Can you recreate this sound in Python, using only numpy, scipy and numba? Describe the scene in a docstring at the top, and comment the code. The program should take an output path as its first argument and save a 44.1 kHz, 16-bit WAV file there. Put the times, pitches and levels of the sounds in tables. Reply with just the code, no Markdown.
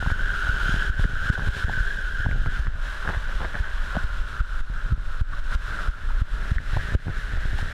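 """Inside an enclosed water slide, heard from a waterproof camera in a rider's hand.
Spray hisses and rings a whistling resonance of the wet housing, water churns, slaps and spatters on it,
air buffets it, and the tube booms behind. Jolts along the way send pressure surges into the camera's
limiter, and the strong ones duck everything for a moment."""
import sys
import numpy as np
from scipy import signal
from scipy.fft import rfft, irfft
from scipy.io import wavfile
from scipy.ndimage import uniform_filter1d
from numba import njit

SR = 44100
rng = np.random.default_rng(int(sys.argv[2]) if len(sys.argv) > 2 else 0)


def transcribe(signal):
    """Save signal, clipped to [-1, 1], as a 16-bit WAV file at the path in sys.argv[1]."""
    frames = np.atleast_2d(signal).T
    limited = np.clip(frames, -1, 1)
    pcm = np.round(limited * 32767).astype(np.int16)
    wavfile.write(sys.argv[1], SR, pcm)


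N = 340893

# pitch of the housing's whistle: t/s, f/Hz
HOUSING_PITCH = [(0, 1500), (.3, 1505), (2.3, 1542), (2.65, 1496), (3.7, 1536), (4.4, 1447), (6.1, 1475),
                 (6.55, 1550), (7.73, 1580)]
# housing resonances: multiple of the pitch, base width/Hz, level/dB
HOUSING_MODES = [(1, 530, 3.5), (2.05, 1210, -19), (3.35, 1300, -34.5), (4.4, 1410, -35.5)]
# water film damping the housing: t/s, width factor, trim of the upper resonances/dB
WATER_FILM = [(0, 0.71, 0), (.5, 0.56, -1.5), (.7, 0.67, 6), (.95, 0.68, 0), (2.3, 0.6, -0.5),
              (2.9, 1.06, 3), (4.3, 0.91, -0.5), (5.8, 1.05, -36), (6.7, 1.25, -1.5), (7.7, 1.23, 0)]


def whistle(waver=0.017, over_flow_db=13, loss_db_per_doubling=-6.5):
    """Fine spray rings the housing in uneven beats; the shifting film bends the pitch and damps it."""
    hz = curves(HOUSING_PITCH)[0] * (1 + waver * walk(25))
    widening, upper_db = curves(WATER_FILM)
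    impacts = drops(rate=4000, spread_db=-1.5)
    modes = 0
    for order, (multiple, width, db) in enumerate(HOUSING_MODES):
        ring = bandpass(impacts, multiple * hz, width * widening, passes=3)
        modes += ring * undb(db + upper_db * (order > 0))
    tone = unit(modes / np.sqrt(widening)) * undb(0.57 * walk(45))
    ring_db = over_flow_db + loss_db_per_doubling * np.log2(widening)
    for s, half_s, _, db in THROWN_SHEETS:
        ring_db += db * plateau(s, half_s)
    return tone * undb(ring_db)


# tone of the spray: f/Hz, level/dB
SPRAY_EQ = [(1300, 1), (1900, -3.5), (2350, -3), (2900, -0.5), (3500, -0.5), (4050, -2.5), (4600, -10),
            (5300, -8.5), (6200, -13.5), (7200, -14), (10000, -19), (14500, -29)]


def spray(ahead):
    """Dense tiny drops thrown up by the rider merge into a flickering hiss."""
    hiss = colour(drops(rate=16000, spread_db=0.5), SPRAY_EQ)
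    return hiss * undb(2.5 + 0.73 * ahead + 0.91 * walk(30))


# tone of the churning water: f/Hz, level/dB
CHURN_EQ = [(150, 7), (280, 0), (480, -2), (680, -1.5), (850, -4), (1120, -8), (1450, 0), (2200, -11.5)]


def churn(ahead):
    """Sparser, darker splashes give the hiss its body."""
    body = colour(drops(rate=2500, spread_db=2), CHURN_EQ)
    return body * undb(1 + 0.6 * ahead + 1.6 * walk(21.89))


# fader ride of the water passing the camera: t/s, level/dB
FLOW_RIDE = [(0, -51), (.2, -49), (.45, -44.5), (.86, -47.5), (.97, -51.5), (1.75, -47), (2.1, -51),
             (2.75, -58), (2.86, -49.5), (3.65, -51.5), (3.95, -49), (4.25, -53), (5.2, -55.5), (5.82, -46),
             (5.97, -55), (6.85, -47.5), (7.1, -49.5), (7.73, -49.5)]
# sheets of water thrown over the camera: t/s, half length/s, flow boost/dB, whistle boost/dB
THROWN_SHEETS = [(0.1, 0.052, 3, 0.5), (0.455, 0.0085, -1, 1.5), (0.752, 0.094, 2.5, -1),
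                 (0.827, 0.053, 1, 1), (1.018, .03, 6, -5.5), (1.27, 0.039, 3.5, 0),
                 (1.337, 0.017, 11.5, -3.5), (1.477, 0.052, 3, -6.5), (1.583, 0.042, 3.5, -4),
                 (1.783, 0.019, -0.5, 2), (2.212, 0.038, 1.5, 3.5), (2.548, 0.083, 5.5, 1.5),
                 (4.392, 0.041, 0, 3.5), (5.318, 0.044, 4, 1), (5.536, 0.026, 4, 2), (5.7, 0.049, -0.5, 1),
                 (7.598, 0.019, 3.5, 0)]


def flow(pile_db=2.5, pile_s=0.054, drop_s=0.0029):
    """Gain of the passing water: it shifts with each thrown sheet and piles up ahead of each jolt."""
    level_db, = curves(FLOW_RIDE)
    for s, half_s, db, _ in THROWN_SHEETS:
        level_db += db * plateau(s, half_s)
    for s, db, _ in JOLT_HITS:
        level_db += min(1, undb(db)) * pile_db * swell(s, pile_s, drop_s)
    return undb(level_db)


# jolts of the ride: t/s, level/dB, rise/ms
JOLT_HITS = [(.075, -9, 1.3), (0.123, -5, 1.8), (0.246, -12, 3), (0.495, -7.5, 2.35), (.694, -10.5, 1),
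             (.725, -10, 4.6), (.903, -5, 2.7), (1.055, -6.5, 1.38), (1.303, .5, 1.35), (1.49, -3, 2.1),
             (1.649, -5, 2.3), (1.808, -7, 2.3), (2.268, -7, 1.3), (2.343, -9.5, 2.9), (2.478, -6.5, 3.3),
             (2.601, -5.5, 3.8), (2.682, -10.5, 1.7), (3.173, -9.5, 2.8), (3.606, -5.5, 3),
             (4.046, -8, 2.8), (4.413, -2.5, 3.2), (4.617, -3, 5.6), (4.7, -18, 1.3), (4.934, 1, 2.1),
             (5.217, 3.5, 1.8), (5.403, -5, 11.2), (5.557, -1.5, 2.5), (5.89, -3, 2.8), (6.222, -0.5, 2.4),
             (6.519, -2.5, 1.47), (6.569, -0.5, 2.6), (6.776, -9.5, 4), (6.955, 6, 1.64), (7.38, -9, 3),
             (7.544, -9, 3)]


def jolts(rebound=0.22, rebound_lag=1.66, rebound_width=1.75):
    """Each jolt thumps: one smooth surge of pressure, milliseconds wide, and a softer swing back."""
    out, t = np.zeros(N), np.arange(N) / SR
    for s, db, rise_ms in JOLT_HITS:
        near = np.abs(t - s) < .1
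        rises = (t[near] - s) * 1000 / rise_ms
        surge = 1 / np.cosh(rises)
        swing_back = rebound / np.cosh((rises - rebound_lag) / rebound_width)
        out[near] += undb(db) * (surge - swing_back)
    return out


# slaps and glugs on the housing: t/s, level/dB, f/Hz, ring/cycles
SLAP_HITS = [(.027, -22, 776, 0.4), (.064, -19.5, 980, .45), (0.102, -15.5, 1330, .3),
             (0.366, -40, 1550, 2.5), (1.042, -18.5, 1600, 0.87), (1.046, -26, 380, 0.32),
             (1.396, -20, 1090, 0.4), (1.697, -19, 820, 0.74), (2.262, -21, 840, 0.44),
             (2.313, -20.5, 1910, 0.46), (2.461, -17.5, 1300, 0.26), (2.67, -20, 1430, 0.46),
             (3.077, -15.5, 1560, 1.1), (3.091, -18, 1620, 0.92), (3.148, -17.5, 1450, 0.56),
             (3.45, -16.5, 1560, .5), (3.554, -18, 1630, .85), (3.965, -31, 1490, .5),
             (3.9689, -20.5, 660, 0.82), (3.972, -19, 190, 0.52), (4.924, -17.5, 109, 0.96),
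             (5.337, -27.5, 1150, 3.9), (6.106, -32.5, 930, 0.95), (6.583, -25, 3300, .4),
             (6.584, -7, 1714, 0.95), (6.771, -18.5, 890, 0.58), (6.95, -21.5, 417, 0.37),
             (7.082, -17.5, 900, 0.13), (7.373, -30.5, 700, .35), (7.59, -28, 810, 0.89)]


def slaps(push_ms=0.86):
    """A slug of water hits the housing: a very short ring on top of a dull push."""
    out, t = np.zeros(N), np.arange(N) / SR
    for s, db, hz, cycles in SLAP_HITS:
        near = np.abs(t - s) < .05
        age = t[near] - s
        ring = np.cos(2 * np.pi * hz * age) / np.cosh(hz * age / cycles)
        weight = min(1, (900 / hz) ** 2)  # big slugs ring lower and push harder
        push = weight / np.cosh(age * 1000 / push_ms)
        out[near] -= undb(db) * (ring + push)
    return out


# showers of drops on the housing: t/s, length/s, level/dB
SHOWERS = [(1.364, .033, -34), (3.041, 0.03, -38.5), (3.064, 0.056, -32.5), (3.116, 0.044, -36.5),
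           (3.28, 0.033, -46), (3.389, 0.082, -35), (3.537, 0.036, -36), (3.944, 0.039, -32.5),
           (4.026, 0.028, -46), (6.714, 0.081, -42.5)]
# tone of a drop's splat: f/Hz, level/dB
SPLAT_EQ = [(130, 11), (300, -2), (700, 4), (1100, 0), (1600, 2), (2100, -24), (3000, -12), (6000, -31)]


def spatter(smear_ms=0.97, crackle_db=-7):
    """Short showers of large drops burst into splats, and the biggest ring the housing as a crackle."""
    t = np.arange(256) / SR
    splat = rng.standard_normal(len(t)) * np.exp(-t * 1000 / smear_ms)
    smear = np.exp(1j * np.angle(rfft(splat, N)))  # phase only: spreads a drop without colouring it
    impacts = drops(rate=880, spread_db=-3.5)
    splats = colour(irfft(rfft(impacts) * smear, N), SPLAT_EQ)
    crackle = bandpass(drops(rate=400, spread_db=4.5), hz=1620, width_hz=830, passes=3)
    shower = splats + undb(crackle_db) * unit(crackle)
    out = np.zeros(N)
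    for s, length, db in SHOWERS:
        i, n = int(s * SR), int(length * SR)
        out[i:i + n] += undb(db) * unit(shower[i:i + n] * signal.windows.tukey(n, .5))
    return out


# tone of the slow air pressure: f/Hz, level/dB
RUMBLE_EQ = [(8, -0.5), (18, 4.5), (35, 2.5), (55, -8), (85, -21.5), (150, -32.5), (300, -46)]
# tone of the quick buffeting: f/Hz, level/dB
BUFFET_EQ = [(40, -4.5), (80, 5.5), (130, -2.5), (200, -11.5), (320, -22), (600, -24)]


def wind(ahead, rumble_db=-23, back_db=-38.5, ahead_db=-52, stir_db=19, full_slap_db=-19):
    """Air heaves against the microphone and flutters in quick puffs, most around slaps and sheets."""
    stir = np.zeros(N)
    for s, db, _, _ in SLAP_HITS:
        strength = min(1, undb(db - full_slap_db))
        stir = np.maximum(stir, strength * swell(s, before_s=0.047, after_s=0.064))
    for s, half_s, _, _ in THROWN_SHEETS:
        stir = np.maximum(stir, 0.59 * plateau(s, half_s))
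    flutter_db = back_db + (ahead_db - back_db) * ahead + stir_db * stir
    rumble = unit(colour(rng.standard_normal(N), RUMBLE_EQ) * undb(1.1 * walk(9)))
    puffs = colour(drops(rate=130, spread_db=3), BUFFET_EQ)
    return undb(rumble_db) * rumble + undb(flutter_db) * puffs


# the tube's cross modes: f/Hz, half width/Hz, level facing the rider/dB, level facing down the tube/dB
TUBE_MODES = [(408.5, 22, -6.5, -11.5), (584.4, 62, -10.5, -4.5), (1082, 220, -11, 4.5)]


def tube_boom(ahead):
    """Water noise rings the tube's cross modes: a hollow bed, brighter when facing down the tube."""
    boom = 0
    for hz, half_width, back_db, ahead_db in TUBE_MODES:
        mode = unit(bandpass(rng.standard_normal(N), hz, 2 * half_width, passes=2))
        boom += mode * undb(back_db + (ahead_db - back_db) * ahead)
    return boom


def undb(db):
    """Decibels to gain."""
    return 10 ** (np.asarray(db) / 20)


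def unit(x):
    """Scale to rms 1."""
    return x / np.sqrt(np.mean(x ** 2) + 1e-18)


def curves(table):
    """The columns of a timed table as automation curves, sample by sample."""
    s, *columns = np.transpose(table)
    return [np.interp(np.arange(N) / SR, s, c) for c in columns]


def colour(x, points):
    """EQ a sound through (f/Hz, level/dB) points, rolling off past both ends; rms 1."""
    hz, db = np.transpose(points)
    log_f = np.log(np.arange(N // 2 + 1) * SR / N + 1)
    outside = np.abs(log_f - np.clip(log_f, np.log(hz[0]), np.log(hz[-1])))
    eq_db = np.interp(log_f, np.log(hz), db) - 20 * outside
    return unit(irfft(rfft(x) * undb(eq_db), N))


def walk(rate):
    """Random modulation: levels held 1 / rate s and slewed twice; rms 1."""
    hold = int(SR / rate)
    steps = np.repeat(rng.standard_normal(N // hold + 1), hold)
    return unit(uniform_filter1d(uniform_filter1d(steps, hold), hold)[:N])


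def drops(rate, spread_db):
    """Random impacts, rate a second; a positive spread makes a few louder, a negative one softer."""
    hit = rng.random(N) < rate / SR
    size = undb(spread_db * np.minimum(rng.exponential(size=N), 5))
    return unit(hit * size * rng.standard_normal(N))


def swell(s, before_s, after_s):
    """An envelope that grows to 1 at time s and dies away after it."""
    t = np.arange(N) / SR - s
    return np.exp(-np.minimum(np.maximum(-t / before_s, t / after_s), 30))


def plateau(s, half_s):
    """A soft-edged envelope of height 1 around time s."""
    return 1 / (1 + ((np.arange(N) / SR - s) / half_s) ** 4)


def bandpass(x, hz, width_hz, passes):
    """Stacked band-passes, steady or swept; each pass steepens the skirts."""
    for _ in range(passes):
        x = svf(x, hz * np.ones(N), width_hz * np.ones(N))
    return x


@njit
def svf(x, hz, width):
    """State-variable band-pass with moving centre and width, gain 1 at the centre."""
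    y, band_state, low_state = np.empty(len(x)), 0., 0.
    for i in range(len(x)):
        tuning, damping = np.tan(np.pi * hz[i] / SR), width[i] / hz[i]
        band = (band_state + tuning * (x[i] - low_state)) / (1 + tuning * (tuning + damping))
        band_state = 2 * band - band_state
        low_state += 2 * tuning * band
        y[i] = damping * band
    return y


@njit
def follow(x, attack, release):
    """Peak envelope: rises fast, sinks slowly."""
    y, peak = np.empty(len(x)), 0.
    for i in range(len(x)):
        peak += (abs(x[i]) - peak) * (attack if abs(x[i]) > peak else release)
        y[i] = peak
    return y


# where the camera points: t/s, aim (0 = at the rider, 1 = down the tube)
CAMERA_AIM = [(0, 0.38), (2.4, 0.26), (2.85, 0.97), (4.1, 0.85), (4.6, 0.77), (6.2, 0.64), (6.7, 0.21),
              (7.7, 0.027)]


def scene():
    """The mono mix at the camera; one flow drives whistle, spray, churn and tube together."""
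    ahead, = curves(CAMERA_AIM)
    rush = flow() * (whistle() + spray(ahead) + churn(ahead) + tube_boom(ahead))
    return (rush + wind(ahead) + jolts() + slaps() + spatter())[None]


def record(dry, threshold_db=-12.5, attack_s=0.0013, release_s=0.097, glide_s=0.0016):
    """The limiter ducks smoothly under strong surges; the camera then cuts the deepest bass and the top."""
    peak = follow(dry[0], 1 / (1 + attack_s * SR), 1 / (1 + release_s * SR))
    gain = 1 / np.maximum(1, peak / undb(threshold_db))
    glide = int(glide_s * SR) + 1
    limited = dry * uniform_filter1d(uniform_filter1d(gain, glide), glide)
    low_cut = signal.butter(1, 14.6, "high", fs=SR, output="sos")
    high_cut = signal.ellip(10, .2, 80, 14900, fs=SR, output="sos")
    soft_ends = signal.windows.tukey(N, .001)
    return signal.sosfilt(high_cut, signal.sosfilt(low_cut, limited) * soft_ends)


dry = scene()
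out = record(dry)
transcribe(out)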